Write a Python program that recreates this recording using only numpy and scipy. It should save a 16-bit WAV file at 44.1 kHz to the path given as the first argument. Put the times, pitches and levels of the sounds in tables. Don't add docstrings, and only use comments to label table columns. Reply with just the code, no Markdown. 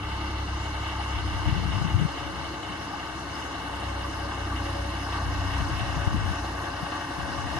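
import sys
import numpy as np
from scipy import signal
from scipy.fft import rfft, irfft
from scipy.io import wavfile
from scipy.ndimage import uniform_filter1d, map_coordinates

SR = 44100
rng = np.random.default_rng(int(sys.argv[2]) if len(sys.argv) > 2 else 0)


def materialize(psi):
    bounded = np.clip(np.atleast_2d(psi).T, -1, 1)
    quanta = np.round(bounded * 32767).astype(np.int16)
    wavfile.write(sys.argv[1], SR, quanta)


N = 334719
TIME_S = np.arange(N) / SR
FREQ_HZ = np.maximum(np.fft.rfftfreq(N, 1 / SR), 1)
PROGRESS = TIME_S / TIME_S[-1]
STRAIGHT_ONLY = np.array([[1], [0]])


def undb(db):
    return 10 ** (np.asarray(db) / 20)


def unit(x):
    return x / np.sqrt(np.mean(x ** 2))


def curve(table):
    return np.interp(TIME_S, *np.transpose(table))


def by_frequency(table):
    hz, value = np.transpose(table)
    return np.interp(np.log(FREQ_HZ), np.log(hz), value)


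def noise():
    return rng.standard_normal((2, N))


def coloured(spectrum):
    return unit(irfft(rfft(noise()) * undb(by_frequency(spectrum)), N))


def drift(rate_hz):
    hold = int(SR / rate_hz)
    steps = np.repeat(rng.standard_normal(N // hold + 1), hold)
    return 1.3 * uniform_filter1d(uniform_filter1d(steps, hold), hold)[:N]


def resonances(x, modes):
    power = sum(undb(db) ** 2 / (1 + ((FREQ_HZ / hz - hz / FREQ_HZ) * hz / width_hz) ** 2) ** 2
                for hz, width_hz, db in modes)
    return irfft(rfft(x) * np.sqrt(power), N)


def noise_band(hz, width_hz):
    return unit(resonances(noise(), [(hz, width_hz, 0)]))


def turning_body(x, modes):
    first = resonances(x, [(hz, width, db - change / 2) for hz, width, db, change in modes])
    last = resonances(x, [(hz, width, db + change / 2) for hz, width, db, change in modes])
    return unit(first + (last - first) * PROGRESS)


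# (frequency [Hz], level [dB])
COUNTRY_SPECTRUM = [(8, -10), (30, -27), (60, 2), (140, 1), (210, -1), (240, -19), (400, -11.5), (800, -54)]


def country_hum():
    return undb(-45) * coloured(COUNTRY_SPECTRUM)[0]


def turbulence(spectrum, window_samples):
    x = coloured(spectrum)
    power = uniform_filter1d(uniform_filter1d(x ** 2, window_samples), window_samples)
    return x / np.sqrt(power)


# (frequency [Hz], level [dB])
DEEP_RUMBLE_SPECTRUM = [(10, -31), (25, -19), (50, 1), (80, 6), (115, -3), (160, -18.5), (300, -59),
                        (2000, -110)]
UPPER_RUMBLE_SPECTRUM = [(50, -41), (90, -40), (125, 7), (165, 0.5), (205, -1), (255, -19), (360, -16),
                         (520, -30), (1000, -67), (3000, -110)]
# (start [s], end [s], deep rumble [dB], upper rumble [dB])
WIND_GUSTS = [(1.15, 1.46, -30, -47), (1.47, 1.89, -28.5, -28), (1.9, 2.062, -31, -26.5),
              (2.07, 2.16, -44, -34.5), (2.2, 2.46, -41, -40), (5.25, 5.72, -32, -47),
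              (5.72, 6.05, -31, -38), (6.07, 6.32, -25, -33.5), (7.2, 7.59, -36, -40)]


def wind(edge_s=0.015, eddy_db=2.5):
    eddies = undb(eddy_db * drift(40)) ** 2
    deep_power, upper_power = undb(-46) ** 2, undb(-52) ** 2
    for start_s, end_s, deep_db, upper_db in WIND_GUSTS:
        gate = np.clip(.5 + np.minimum(TIME_S - start_s, end_s - TIME_S) / edge_s, 0, 1)
        deep_power += gate * eddies * undb(deep_db) ** 2
        upper_power += gate * eddies * undb(upper_db) ** 2
    deep = np.sqrt(deep_power) * turbulence(DEEP_RUMBLE_SPECTRUM, window_samples=800)
    upper = np.sqrt(upper_power) * turbulence(UPPER_RUMBLE_SPECTRUM, window_samples=600)
    return deep * undb([[-1], [-12.5]]) + upper * undb([[-2.7], [-12]])


# (time [s], length [s], pitch [Hz], level [dB])
EDDY_HITS = [(1.476, .026, 105, -14), (1.497, .014, 170, -20), (1.531, .024, 120, -15),
             (1.7, .025, 125, -24), (1.762, .02, 105, -18), (1.822, .018, 130, -21),
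             (1.856, .028, 165, -20.5), (1.943, .016, 85, -12), (1.96, .022, 105, -10),
             (1.993, .018, 125, -17), (2.019, .015, 165, -12.5), (2.035, .016, 165, -20),
             (2.055, .013, 140, -16.5), (2.705, .018, 180, -30), (5.607, .014, 170, -22),
             (5.624, .02, 100, -20), (5.728, .025, 130, -22), (5.812, .022, 105, -18.5),
             (5.973, .025, 150, -21), (6.078, .012, 110, -12), (6.135, .018, 120, -18.5),
             (6.148, .012, 190, -18), (6.168, .014, 110, -19), (6.833, .01, 150, -19),
             (7.19, .016, 160, -26), (7.45, .028, 105, -26)]
# (left gain [dB], right gain [dB])
EDDY_PORTS_DB = [0, -12]


def buffets():
    out = np.zeros((2, N))
    for port, port_db in enumerate(EDDY_PORTS_DB):
        wander_rad, roughness = .4 * drift(150), undb(2.5 * drift(450))
        for (at_s, length_s, hz, db), phase in zip(EDDY_HITS, rng.random(len(EDDY_HITS))):
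            span = slice(int((at_s - 2 * length_s) * SR), int((at_s + 2 * length_s) * SR))
            age_s = TIME_S[span] - at_s
            pressure = np.cos(2 * np.pi * (hz * age_s + phase) + wander_rad[span]) * roughness[span]
            out[port, span] += undb(db + port_db) * np.exp(-(2 * age_s / length_s) ** 2) * pressure
    return out


def nearness(start_m=60, speed_m_s=1.94):
    return start_m / (start_m - speed_m_s * TIME_S)


# (time [s], gain [dB])
BREEZE_CARRY = [(0, 0), (1.25, 1.3), (3.0, -0.86), (3.8, -0.1), (4.7, 0.17), (6.0, 1.17), (6.9, -1),
                (7.59, 0.3)]


def breeze_gain(shimmer_db=0.55):
    return undb(curve(BREEZE_CARRY) + shimmer_db * drift(16))


# (frequency [Hz], left minus right [dB])
PORT_LEVEL_GAP = [(300, 0.5), (480, -1.5), (570, 3), (650, 6.5), (770, 7), (880, 2.5), (1150, 0.5),
                  (1400, 5.5), (1580, 7), (1850, -1), (2150, -2.5), (2600, -1), (5200, 2), (9500, -2)]
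# (frequency [Hz], left lead [rad])
PORT_PHASE_GAP = [(400, 0), (570, 1.4), (660, -.4), (900, -1), (1250, -.4), (1450, -1.8), (1700, -.8),
                  (1980, 2.9), (2150, 0), (2450, -3.2), (2680, -.1), (3000, .9), (3400, 2.6), (4100, 6.1),
                  (4700, 6.1), (5800, 3.3), (6800, 6.1), (8100, 6.3), (8700, 8.7), (10300, 9.2),
                  (11400, 6.5)]
# (frequency [Hz], coherence [0-1])
PORT_COHERENCE = [(300, 1), (480, 0.78), (850, 0.7), (1170, 1), (1380, 0.27), (1550, 0.9), (1900, 0.25),
                  (2200, 0), (2450, 0.97), (2900, 0.4), (3400, 0.2), (4200, 0.1), (6000, 0.36),
                  (11000, 0.06)]


def ports(pair):
    straight, scattered = rfft(pair)
    coherence = np.clip(by_frequency(PORT_COHERENCE), 0, .99)
    mid = straight * np.sqrt((1 + coherence) / 2)
    side = scattered * np.sqrt((1 - coherence) / 2)
    balance = undb(by_frequency(PORT_LEVEL_GAP))
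    half_lead = np.exp(.5j * by_frequency(PORT_PHASE_GAP))
    spectra = np.array([(mid + side) * balance * half_lead, (mid - side) / half_lead])
    left, right = irfft(spectra * np.sqrt(2 / (1 + balance ** 2)), N)
    lead_samples = -0.5 + 0.15 * TIME_S
    left = map_coordinates(left, [np.arange(N) + lead_samples], order=3, mode="nearest")
    return np.array([left, right])


# (time [s], low modes [dB], high modes [dB])
DECK_JOLTS = [(.996, -25.5, -39), (2.931, -25.5, -38), (4.042, -36, -25), (4.516, -43, -28.5),
              (5.127, -33, -25.5), (5.225, -28, -40), (6.442, -27.5, -41), (7.378, -31, -29)]
# (frequency [Hz], level [dB], decay [s])
DECK_LOW_MODES = [(838, 0, .016), (885, -7, .012)]
DECK_HIGH_MODES = [(1060, -7, .012), (1165, 0, .018)]


def deck_clanks(rise_s=.002, detune=.008):
    out = np.zeros(N)
    age_s = np.arange(SR // 5) / SR
    for at_s, low_db, high_db in DECK_JOLTS:
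        start = int(at_s * SR)
        for modes, strike_db in ((DECK_LOW_MODES, low_db), (DECK_HIGH_MODES, high_db)):
            for hz, db, decay_s in modes:
                tone = np.sin(2 * np.pi * hz * (1 + detune * rng.standard_normal()) * age_s)
                envelope = (1 - np.exp(-age_s / rise_s)) * np.exp(-age_s / decay_s)
                out[start:start + len(age_s)] += (undb(strike_db + db) * envelope * tone)[:N - start]
    return out * STRAIGHT_ONLY


# (time [s], level [dB], length [s])
WHIR_SWELLS = [(2.3, -49, 0.34), (4.055, -48.5, 0.7), (4.759, -44.5, 0.26), (5.9, -49.5, 0.27),
               (6.854, -49, 0.26), (7.332, -47, 0.22)]


def resonant_whir(rise_db_per_s=0.4):
    pitch_hz = 570 + 2.2 * drift(6) + 3 * drift(50)
    note = np.sqrt(2) * np.sin(2 * np.pi * np.cumsum(pitch_hz) / SR) * undb(2 * drift(21.86))
    whir = note * STRAIGHT_ONLY + 0.84 * noise_band(560.7, width_hz=26)
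    base_gain = undb(-56.5 + rise_db_per_s * TIME_S) * nearness()
    swell_power = sum(undb(db) ** 2 * np.exp(-(2 * (TIME_S - at_s) / length_s) ** 2)
                      for at_s, db, length_s in WHIR_SWELLS)
    return whir * np.sqrt(base_gain ** 2 + swell_power)


# (centre [Hz], width [Hz], level [dB], change over the pass [dB])
HISS_BANDS = [(4150, 800, 1.2, -1), (5020, 800, 0.5, 2.5), (5600, 700, -1.8, 2), (6200, 900, -3.6, -1),
              (7100, 1200, -10, -1), (8550, 900, -10, 0), (9400, 1200, -8.8, 0), (11000, 3000, -13.8, 0)]


def grass_hiss(opening_s=1, flutter_db=1.3, flicker_db=1.7):
    tilt_db_per_oct = -2.5 * np.exp(-TIME_S / opening_s)
    tilt_db_per_oct += 0.15 * (TIME_S - TIME_S.mean())
    hiss = 0
    for hz, width_hz, db, change_db in HISS_BANDS:
        waver_db = flutter_db * drift(14) + flicker_db * drift(120)
        band_db = db + change_db * (PROGRESS - .5) + waver_db + tilt_db_per_oct * np.log2(hz / 5000)
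        hiss += noise_band(hz, width_hz) * np.sqrt(width_hz) * undb(band_db)
    return unit(hiss) * undb(-48.5)


# (time [s], firing rate [Hz])
ENGINE_SPEED = [(0, 33.42), (.85, 34.15), (1.3, 33.49), (2.8, 32.67), (3.15, 33.2), (3.7, 31.99),
                (4.25, 33.23), (4.55, 31.56), (5.0, 32.39), (5.45, 30.81), (5.85, 32.21), (6.15, 32.3),
                (6.55, 31.24), (7.05, 32.68), (7.59, 32.12)]


def firing_count():
    return np.cumsum(curve(ENGINE_SPEED)) / SR


CYLINDER_KNOCK_DB = [7, 12.5, 8]
CYLINDERS = len(CYLINDER_KNOCK_DB)


def blows(firings, decay_firings, scatter_db, blur_samples=250):
    index = firings.astype(int)
    blow_db = np.array(CYLINDER_KNOCK_DB)[index % CYLINDERS]
    blow_db = blow_db + scatter_db * rng.standard_normal(index.max() + 1)[index]
    envelope = undb(blow_db) * np.exp(-(firings % 1) / decay_firings)
    return unit(uniform_filter1d(envelope, blur_samples))


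def cam_noise(firings, share, points=4096):
    pattern = unit(irfft(np.exp(2j * np.pi * rng.random(points // 2 + 1))))
    position = firings / CYLINDERS % 1 * points
    repeating = unit(np.interp(position, np.arange(points), pattern))
    return np.sqrt(share) * repeating * STRAIGHT_ONLY + np.sqrt([[1 - share], [1]]) * noise()


# (frequency [Hz], width [Hz], level [dB], change over the pass [dB])
CASING_MODES = [(655, 30, -5.5, 4), (711, 43, -4, 7.5), (740, 315, -7.5, 2), (828, 72, -2.5, 4),
                (885.6, 54, 1.2, -3.5), (946, 59, -3.5, -0.5), (1053, 77, -2, 2.5), (1110, 17, -0.5, 8.5),
                (1156, 26, 0.5, 2.5), (1199, 22, -0.5, -1), (1251, 180, -5.5, -5), (1500, 47, -2.5, 2.5),
                (1554, 30, -5, 1), (1551, 383, -6.5, 3.5), (1874, 142, -12, 11), (1990, 91, -14, -15.5),
                (2178, 152, -9.5, -5), (2610, 170, -16, 4.5), (2882, 387, -9, -4), (3550, 670, -17.5, -1)]


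def engine_clatter(firings, split_hz=1750):
    block_modes = [mode for mode in CASING_MODES if mode[0] < split_hz]
    panel_modes = [mode for mode in CASING_MODES if mode[0] >= split_hz]
    knocks = cam_noise(firings, share=0.45) * (6 + blows(firings, decay_firings=0.9, scatter_db=3))
    load_db = 0.13 * np.cos(2 * np.pi * firings / CYLINDERS)
    block = turning_body(knocks, block_modes) * undb(-37.5 + load_db + 0.57 * drift(9))
    rattle = cam_noise(firings, share=0.17) * (3 + blows(firings, decay_firings=0.64, scatter_db=3.5))
    panels = turning_body(rattle, panel_modes) * undb(-43 + 1.14 * drift(25))
    return block + panels


# (frequency [Hz], width [Hz], level [dB], change over the pass [dB])
SILENCER_MODES = [(272, 59, -6, 10.5), (303, 51, 1, -1), (337.7, 26.5, -1.5, 1), (427, 188, -10.5, -2.5),
                  (477, 25, -10.5, 4.5)]


def silencer_boom(firings):
    puffs = cam_noise(firings, share=0.27) * (3 + blows(firings, decay_firings=0.18, scatter_db=1))
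    return turning_body(puffs, SILENCER_MODES) * undb(-43 + 0.5 * drift(4))


# (order [x firing rate], level [dB], change over the pass [dB])
EXHAUST_HARMONICS = [(1, -18, -3), (2, -1.6, -1), (3, -5.5, 2), (4, -19.5, 5), (5, -25.5, 0), (6, -23, 3),
                     (7, -25, 0), (9, -16, 0.5)]
# (frequency [Hz], level [dB])
GAS_RUSH_SPECTRUM = [(8, -24), (25, -24), (40, -4), (55, 5.5), (85, 0), (115, -9), (170, -32), (250, -14),
                     (600, -67)]
# (time [s], level [dB])
THROB_LEVEL = [(0, -32.5), (0.6, -32), (0.95, -34), (1.25, -31), (1.85, -34), (2.15, -46.5), (2.65, -45),
               (3.45, -47.5), (3.88, -33.8), (4.35, -35.5), (4.55, -31.5), (5.05, -34.5), (5.3, -30),
               (5.65, -30), (5.85, -36), (6.4, -32), (6.7, -40.5), (7.15, -44.5), (7.59, -44)]


def exhaust_throb(firings):
    tone = 0
    for order, db, change_db in EXHAUST_HARMONICS:
        pipe_rad = .5 * order ** 2
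        waver_rad, waver_db = .12 * drift(20), .8 * drift(7)
        gain = undb(db + change_db * (PROGRESS - .5) + waver_db)
        tone += gain * np.cos(2 * np.pi * order * firings + pipe_rad + waver_rad)
    gas = undb(-13) * coloured(GAS_RUSH_SPECTRUM)[0]
    strokes = unit(tone) * undb(0.5 * drift(30))
    return (strokes + gas) * undb(curve(THROB_LEVEL))


def scene():
    firings = firing_count()
    carried = (engine_clatter(firings) + grass_hiss()) * breeze_gain()
    approaching = (silencer_boom(firings) + carried) * nearness()
    machinery = ports(approaching + resonant_whir() + deck_clanks())
    return exhaust_throb(firings) + machinery + wind() + buffets() + country_hum()


def record(dry):
    cutoff_hz = 11850
    return signal.sosfilt(signal.ellip(10, .2, 80, cutoff_hz, fs=SR, output="sos"), dry)


dry = scene()
out = record(dry)
materialize(out)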